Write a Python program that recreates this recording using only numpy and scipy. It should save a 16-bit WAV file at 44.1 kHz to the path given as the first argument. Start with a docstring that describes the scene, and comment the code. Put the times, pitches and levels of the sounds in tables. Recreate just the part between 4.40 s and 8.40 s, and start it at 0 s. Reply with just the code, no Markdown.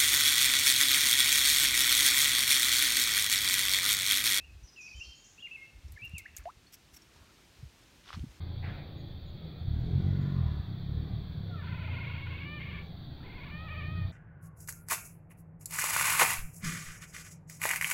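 """At a pond among trees, a frog leaps off a muddy bank: droplets tick as they ring tiny air pockets,
one large bubble plops with a rising pitch, small ones gurgle, and later the frog skitters through
wet weeds. A songbird whistles in gliding tones and a thinner bird trills further off, both
scattered by trunks and leaves. The hand-held microphone picks up brushing, dull thumps,
the low turbulence of soft gusts and a steady outdoor hiss."""
import sys
import numpy as np
from scipy import signal
from scipy.fft import rfft, irfft
from scipy.io import wavfile

SR = 44100
rng = np.random.default_rng(int(sys.argv[2]) if len(sys.argv) > 2 else 0)


def persist_wave(psi):
    """Save psi, clipped to +-1, as 16-bit WAV."""
    counts = np.round(np.clip(psi, -1, 1) * 32767).astype(np.int16)
    wavfile.write(sys.argv[1], SR, np.atleast_2d(counts).T)


N = 176400
T = np.arange(N) / SR


# Ticks of droplets striking the water, the first (1.482 s) being the frog's push-off from the bank: start_s,
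# level_db, pitch_hz, decay_s, noise_share
DROPLETS = [(1.482, -52.5, 5450, 0.0043, 0.5), (1.5212, -40.5, 11400, 0.0014, 0.72),
            (1.525, -49, 12500, 0.0014, 0.7), (1.6485, -48, 13130, 0.0014, .8),
            (1.654, -48, 11800, 0.0032, 0.66), (1.678, -52.5, 5520, 0.0035, 0.28),
            (1.695, -49, 9700, 0.00098, 0.6), (1.7803, -39.5, 10000, 0.0011, 0.78),
            (1.7817, -30, 7410, 0.0015, 0.67), (1.7824, -36.5, 11200, 0.0018, .9),
            (1.7935, -46, 4450, 0.0032, 0.87), (1.9656, -27, 12860, 0.0005, 0.42),
            (1.9657, -37, 6890, 0.00053, 0.06), (1.9675, -37, 6850, .0016, 0.77),
            (1.970, -29.5, 6700, 0.00057, 0.03), (1.974, -43.5, 5500, 0.0036, 0.96),
            (1.9835, -41.5, 10000, 0.0023, 1), (2.039, -51.5, 6880, 0.0018, 0.3),
            (2.269, -55.5, 4380, 0.011, 0.03), (2.567, -51.5, 5520, 0.0069, 0.1),
            (2.619, -49.5, 5530, 0.0068, 0.42)]
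# Spectrum of their splash noise: frequency_hz, gain_db
DROPLET_SPECTRUM = [(1500, -24), (3500, 1), (5000, -3.5), (7000, 2.5), (10000, -1.5), (13500, -0.5),
                    (16000, -6)]

def droplets():
    """Air entrainment: falling drops trap pockets so small that they ring as high ticks."""
    return splashes(DROPLETS, DROPLET_SPECTRUM, width=0.76, sag=0, spray_db=-18)


def plop():
    """Bubble resonance: a cavity pinches off with a tick and rises in pitch as it nears the surface."""
    start_s, length_s, decay_s = 2.0545, 0.053, 0.028
    start_hz, end_hz, sustain = 656, 1513, 0.23
    t = T[:int(length_s * SR)]
    progress = t / length_s
    hz = start_hz + (end_hz - start_hz) * progress ** 2.57
    envelope = (sustain + (1 - sustain) * np.exp(-(t / decay_s) ** 3)) * swell(t, length_s, 0.0042)
    tremble = undb(2 * progress * wander(245)[:len(t)])
    ring = tone(hz) * envelope * tremble
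    tick = unit(resonance(rng.standard_normal(len(t)), hz=1510, width=0.68))
    tick *= np.exp(-t / 0.0016) * swell(t, length_s, 0.00025)
    tick *= np.sin(np.pi * np.minimum(t / 0.0032, 1))
    out = np.zeros(N)
    add(out, start_s, undb(-35) * ring + undb(-39) * tick)
    bank_echo = undb(-10.5) * np.roll(out, int(0.00688 * SR))
    return out + bank_echo


# Bubble clouds in the stirred water: centre_s, spread_s, bubble_count, typical_hz, bubble_level_db
BUBBLE_CLOUDS = [(1.98, .012, 16, 2400, -58), (2.004, .012, 18, 1550, -61), (2.556, .014, 22, 12500, -56),
                 (2.8, .085, 90, 1350, -67), (2.755, .015, 14, 4300, -63)]

def gurgles():
    """Damped oscillation: every bubble rings for as many cycles, so the high ones die soonest."""
    decay_cycles, pitch_spread, rise = 8.2, 0.196, 0.015
    out, t = np.zeros(N), T[:SR // 20]
    for centre_s, spread_s, count, hz, db in BUBBLE_CLOUDS:
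        for when, detune, strength in rng.standard_normal((int(count), 3)):
            cycles = hz * np.exp(pitch_spread * detune) * t
            age = cycles / decay_cycles
            ring = np.exp(-age) * np.sin(2 * np.pi * cycles * (1 + rise * age))
            add(out, centre_s + spread_s * when, undb(db + 2 * strength) * ring)
    return out


# Wet slaps of the frog in the weeds: start_s, level_db, pitch_hz, decay_s, noise_share
SLAPS = [(3.679, -42, 3330, 0.0018, 0.35), (3.689, -43, 1800, .0015, 1), (3.6925, -38, 3040, 0.0027, 0.6),
         (3.7044, -32.5, 1150, 0.0013, 0.02), (3.7295, -30, 1250, 0.0017, 0.55),
         (3.7352, -33.5, 3450, 0.002, 0.6), (3.745, -35, 1060, 0.0018, 0.35),
         (3.7498, -37, 4160, 0.00083, 0.44), (3.7552, -42, 4260, .0016, .55),
         (3.795, -44.5, 3000, 0.00092, 0.8)]
# Two kicks that churn the water: centre_s, half_width_s, level_db
KICKS = [(3.689, 0.039, -55.5), (3.748, 0.028, -53.5)]
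# Spectrum of the slap and slosh noise: frequency_hz, gain_db
SLAP_SPECTRUM = [(400, -22), (800, -6), (1150, 3), (2000, -1.5), (3500, 0.5), (6000, -8.5), (7200, -18.5),
                 (16000, -37)]

def skitter():
    """Cavity resonance: each slap sinks in pitch as its pocket opens, over two grainy sloshes."""
    envelope = sum(undb(db) * np.exp(-((T - centre_s) / width_s) ** 2) for centre_s, width_s, db in KICKS)
    slosh = envelope * grainy_noise(SLAP_SPECTRUM, depth_db=3.8, rate_hz=400)
    return splashes(SLAPS, SLAP_SPECTRUM, width=7.5, sag=0.33, spray_db=-22) + slosh


def splashes(impacts, spectrum, width, sag, spray_db):
    """Impact excitation: an air pocket rings, noise bursts around its pitch and a short spray fizzes."""
    rise_s, sag_s, spray_decay_s = 0.00037, 0.0067, 0.014
    out, t = np.zeros(N), T[:SR // 10]
    splash_noise = noise(spectrum)
    fizz = grainy_noise(spectrum, depth_db=7.2, rate_hz=1200)
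    for k, (start_s, db, hz, decay_s, noise_share) in enumerate(impacts):
        stretch = slice(k * len(t), (k + 1) * len(t))
        envelope = np.minimum(t / rise_s, 1) * np.exp(-np.maximum(t - rise_s, 0) / decay_s)
        ring = tone(hz * (1 + sag * (np.exp(-t / sag_s) - 0.7)))
        burst = unit(resonance(splash_noise[stretch], hz, width))
        hit = envelope * ((1 - noise_share) * ring + 0.6 * noise_share * burst)
        spray = noise_share * undb(spray_db) * np.exp(-t / spray_decay_s) * fizz[stretch]
        add(out, start_s, undb(db) * (hit + spray))
    return out


# Whistled notes of the songbird: start_s, length_s, start_hz, middle_hz, end_hz, level_db
WHISTLES = [(-.02, 0.071, 2550, 2580, 2842, -56), (.05, 0.068, 2790, 2600, 2524, -65),
            (.362, 0.11, 2830, 2494, 2573, -50.5), (.475, 0.012, 2694, 2547, 2180, -46.5),
            (.505, 0.035, 2476, 2515, 2310, -53), (.545, 0.21, 3050, 3158, 3105, -58),
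            (.6, 0.03, 2485, 2774, 2785, -47.5), (.978, 0.02, 2480, 2670, 2880, -55),
            (1.002, 0.019, 3160, 3330, 3490, -54.5), (1.024, 0.042, 2825, 2810, 2730, -46),
            (1.06, 0.018, 2690, 2353, 1993, -50.5), (1.112, 0.058, 2648, 2650, 2624, -46),
            (1.164, 0.099, 2153, 2142, 2145, -55), (1.563, 0.0072, 2150, 2135, 2090, -52),
            (1.574, 0.0076, 1683, 1730, 1840, -47.5), (1.589, 0.027, 2360, 2326, 2333, -52.5),
            (1.619, .055, 2518, 2787, 2690, -44), (1.733, 0.014, 2600, 2780, 2803, -54),
            (1.75, 0.0239, 2780, 2745, 2504, -45.5), (1.775, 0.034, 2476, 2207, 2080, -50.5),
            (1.857, 0.011, 1658, 1900, 2210, -46.5)]

def songbird():
    """Direct field: the whistles of a near bird stand above their reflections."""
    voice = birdsong(WHISTLES, waver=0.16, waver_hz=221, flutter_db=2.5)
    return trees(voice, t60_s=0.58, wet_db=-6.0)


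# Thin notes of the far bird: start_s, length_s, start_hz, middle_hz, end_hz, level_db
TRILLS = [(.232, 0.038, 6200, 5950, 5880, -61.5), (.272, 0.03, 5700, 5250, 4900, -61.5),
          (.372, 0.033, 6900, 6920, 7020, -70), (.408, 0.049, 6300, 5640, 5550, -57),
          (.458, .042, 5300, 4730, 4640, -63), (.56, .03, 6800, 7050, 7320, -62.5),
          (.59, .045, 6200, 5600, 5460, -59), (.635, 0.04, 5200, 4700, 4300, -57.5),
          (.752, 0.041, 6600, 6780, 6850, -63), (.842, .04, 5700, 6470, 6950, -61)]

def far_bird():
    """Reverberant field: the reflections of a distant, raspy trill outweigh its direct sound."""
    voice = birdsong(TRILLS, waver=0.5, waver_hz=900, flutter_db=1.5)
    return trees(voice, t60_s=0.61, wet_db=1.5)


def birdsong(notes, waver, waver_hz, flutter_db):
    """Frequency modulation: notes glide through three pitches; slides start raspy and settle."""
    crescendo_db, held_roughness, slur_s = 1.5, 0.03, 0.00398
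    hz, level, roughness = np.zeros((3, N))
    for start_s, length_s, start_hz, middle_hz, end_hz, db in notes:
        on = (T >= start_s) & (T < start_s + length_s)
        progress = (T[on] - start_s) / length_s
        glide = np.polyfit([0, 0.5, 1], [start_hz, middle_hz, end_hz], 2)
        hz[on] = np.polyval(glide, progress)
        level[on] = undb(db + crescendo_db * (progress - 1))
        roughness[on] = held_roughness + abs(start_hz - end_hz) / middle_hz * (1 - progress)
    hz = np.interp(T, T[level > 0], hz[level > 0])  # the pitch bridges the rests
    slur = signal.windows.hann(int(2 * slur_s * SR))
    hz, level = (signal.fftconvolve(curve, slur / slur.sum(), mode="same") for curve in (hz, level))
    whistle = tone(hz * (1 + waver * roughness * wander(waver_hz)))
    flutter = undb(flutter_db * wander(54))
    return np.sqrt(2) * level * flutter * whistle


def trees(x, t60_s, wet_db):
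    """Multiple scattering: reflections from trunks and leaves thicken into a soft tail."""
    leaf_hz = 2010  # lower notes pass the leaves and hardly echo
    t = T[:SR]
    echoes_per_s = 450 + 5500 * t
    echoes = rng.standard_normal(SR) * (rng.random(SR) < echoes_per_s / SR)
    tail = echoes * np.exp(-np.log(1000) * t / t60_s) * (1 - np.exp(-t / 0.008))
    tail /= np.sqrt(np.sum(tail ** 2))
    scattered = signal.sosfilt(signal.butter(4, leaf_hz, "high", fs=SR, output="sos"), x)
    return x + undb(wet_db) * signal.fftconvolve(scattered, tail)[:N]


# Knocks of the hand on the microphone: start_s, level_db, pitch_hz
THUMPS = [(1.73, -35.5, 78), (1.734, -39.5, 149), (1.983, -40.5, 57.8), (3.182, -48.5, 61.3),
          (3.226, -36.5, 115.5), (3.245, -41, 66.6), (3.736, -39, 77), (3.761, -35.5, 89.5),
          (3.769, -34, 165), (3.778, -41.5, 188), (3.79, -46, 293), (3.796, -31, 67.4), (3.828, -34, 129),
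          (3.838, -34, 233), (3.862, -41.5, 130), (3.881, -45.5, 58)]

def thumps():
    """Structure-borne sound: each knock swells within a cycle and dies away in a few more."""
    rise_cycles = 0.9
    out, t = np.zeros(N), T[:SR // 5]
    for start_s, db, hz in THUMPS:
        age = hz * t / rise_cycles
        envelope = (age * np.exp(1 - age)) ** 2
        add(out, start_s, undb(db) * envelope * np.sin(2 * np.pi * hz * t))
    return out


# Rubs against the microphone housing: centre_s, width_s (Gaussian sigma), level_db
BRUSHES = [(2.327, 0.0029, -58), (2.343, 0.0079, -50.5), (2.546, 0.0072, -56.5), (2.569, 0.0052, -54)]
# Spectrum of the rubbing: frequency_hz, gain_db
BRUSH_SPECTRUM = [(800, -16), (2500, 1), (4500, -8), (5100, 0), (5550, 7.5), (6000, 0.5), (7000, -1.5),
                  (7900, 1), (9000, -8), (10300, -7), (12000, 0.5), (16000, -10)]

def brushes():
    """Friction noise: short grainy rubs on the housing as the microphone swings round."""
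    envelope = sum(undb(db) * np.exp(-0.5 * ((T - centre_s) / width_s) ** 2)
                   for centre_s, width_s, db in BRUSHES)
    return envelope * grainy_noise(BRUSH_SPECTRUM, depth_db=2.0, rate_hz=900)


# Gusts buffeting the microphone: start_s, length_s, level_db, centre_hz
GUSTS = [(-.02, 0.23, -52.5, 67.5), (0.211, 0.047, -48.5, 55.6), (0.542, 0.061, -47, 61),
         (0.615, .11, -55, 59.5), (1.322, 0.079, -52.5, 57), (1.43, 0.14, -46.5, 61),
         (1.611, 0.05, -52.5, 107.3), (1.659, 0.19, -54.5, 70.6), (1.877, 0.081, -60, 69.7),
         (2.012, 0.066, -56.5, 60.5), (2.159, 0.045, -58.5, 63.6), (2.512, 0.07, -60.5, 63.3),
         (2.739, 0.092, -58.5, 75.5)]

def wind():
    """Turbulence: each gust is a puff of low pressure fluctuations around its own frequency."""
    out, f = np.zeros(N), np.fft.rfftfreq(SR, 1 / SR)
    for start_s, length_s, db, hz in GUSTS:
        t = T[:int(length_s * SR)]
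        cutoff_hz = 3.93 * hz
        eddies = irfft(rfft(rng.standard_normal(SR)) / (1 + (f / cutoff_hz) ** 8), SR)
        puff = resonance(eddies, hz, width=0.48)[:len(t)]
        add(out, start_s, undb(db) * unit(puff * swell(t, length_s, edge_s=0.014)))
    return out


# Spectrum of the outdoor hiss: frequency_hz, gain_db
HISS_SPECTRUM = [(15, -29), (25, -17), (45, -1), (70, -5), (105, -5), (240, -11), (320, -10.5),
                 (470, -16.5), (1200, -19.5), (2600, -18), (4200, -20.5), (6500, -23.5), (8000, -27.5),
                 (9500, -28.5), (10500, -33.5), (13200, -32.5), (16000, -38.5)]
# Its slow change in level: time_s, level_db
HISS_LEVEL = [(0, -64), (1.3, -62.5), (2.2, -63), (2.8, -61), (4, -60)]

def outdoor_hiss():
    """Ambient noise: distant leaves and open air merge into a broad hiss that barely swells."""
    level_db = np.interp(T, *np.array(HISS_LEVEL).T)
    return noise(HISS_SPECTRUM) * undb(level_db + 0.43 * wander(8.5))


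def noise(spectrum):
    """Spectral shaping: white noise is coloured by a curve and scaled to rms 1."""
    hz, db = np.array(spectrum).T
    f = np.maximum(np.fft.rfftfreq(N, 1 / SR), 1)
    gain = undb(np.interp(np.log(f), np.log(hz), db))
    return unit(irfft(rfft(rng.standard_normal(N)) * gain, N))


def grainy_noise(spectrum, depth_db, rate_hz):
    """Amplitude modulation: a fast random level breaks noise into grains, at rms 1."""
    return unit(noise(spectrum) * undb(depth_db * wander(rate_hz)))


def wander(rate_hz):
    """Low-pass noise: a random drift of rms 1."""
    f = np.fft.rfftfreq(N, 1 / SR)
    return unit(irfft(rfft(rng.standard_normal(N)) / (1 + (f / rate_hz) ** 4), N))


def resonance(x, hz, width):
    """Band-pass response: the width is a share of the centre frequency."""
    f = np.maximum(np.fft.rfftfreq(len(x), 1 / SR), 1)
    return irfft(rfft(x) / (1 + ((f / hz - hz / f) / width) ** 2), len(x))


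def tone(hz):
    """Phase integration: a sine follows a changing frequency."""
    return np.sin(2 * np.pi * np.cumsum(hz) / SR)


def swell(t, length_s, edge_s):
    """Raised-cosine window: a smooth rise, hold and fall."""
    return np.sin(np.pi / 2 * np.clip(np.minimum(t, length_s - t) / edge_s, 0, 1)) ** 2


def undb(db):
    """Decibels to amplitude ratio."""
    return 10 ** (np.asarray(db) / 20)


def unit(x):
    """Normalisation to rms 1."""
    return x / np.sqrt(np.mean(x ** 2) + 1e-20)


def add(out, start_s, x):
    """Superposition: a sound joins the mix at its start time."""
    i = int(round(start_s * SR))
    x, i = x[max(-i, 0):], max(i, 0)
    out[i:i + len(x)] += x[:max(N - i, 0)]


def scene():
    """Superposition: frog, birds, microphone noises and hiss sum in one channel."""
    frog = droplets() + plop() + gurgles() + skitter()
    birds = songbird() + far_bird()
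    microphone = thumps() + brushes() + wind()
    return (frog + birds + microphone + outdoor_hiss())[None]


def record(dry):
    """Band limiting: the recorder cuts the deepest rumble and the highest treble."""
    low_hz, top_hz = 30, 15900
    high_pass = signal.butter(2, low_hz, "high", fs=SR, output="sos")
    low_pass = signal.ellip(10, 0.2, 70, top_hz, fs=SR, output="sos")
    return signal.sosfilt(low_pass, signal.sosfilt(high_pass, dry))


dry = scene()
out = record(dry)
persist_wave(out)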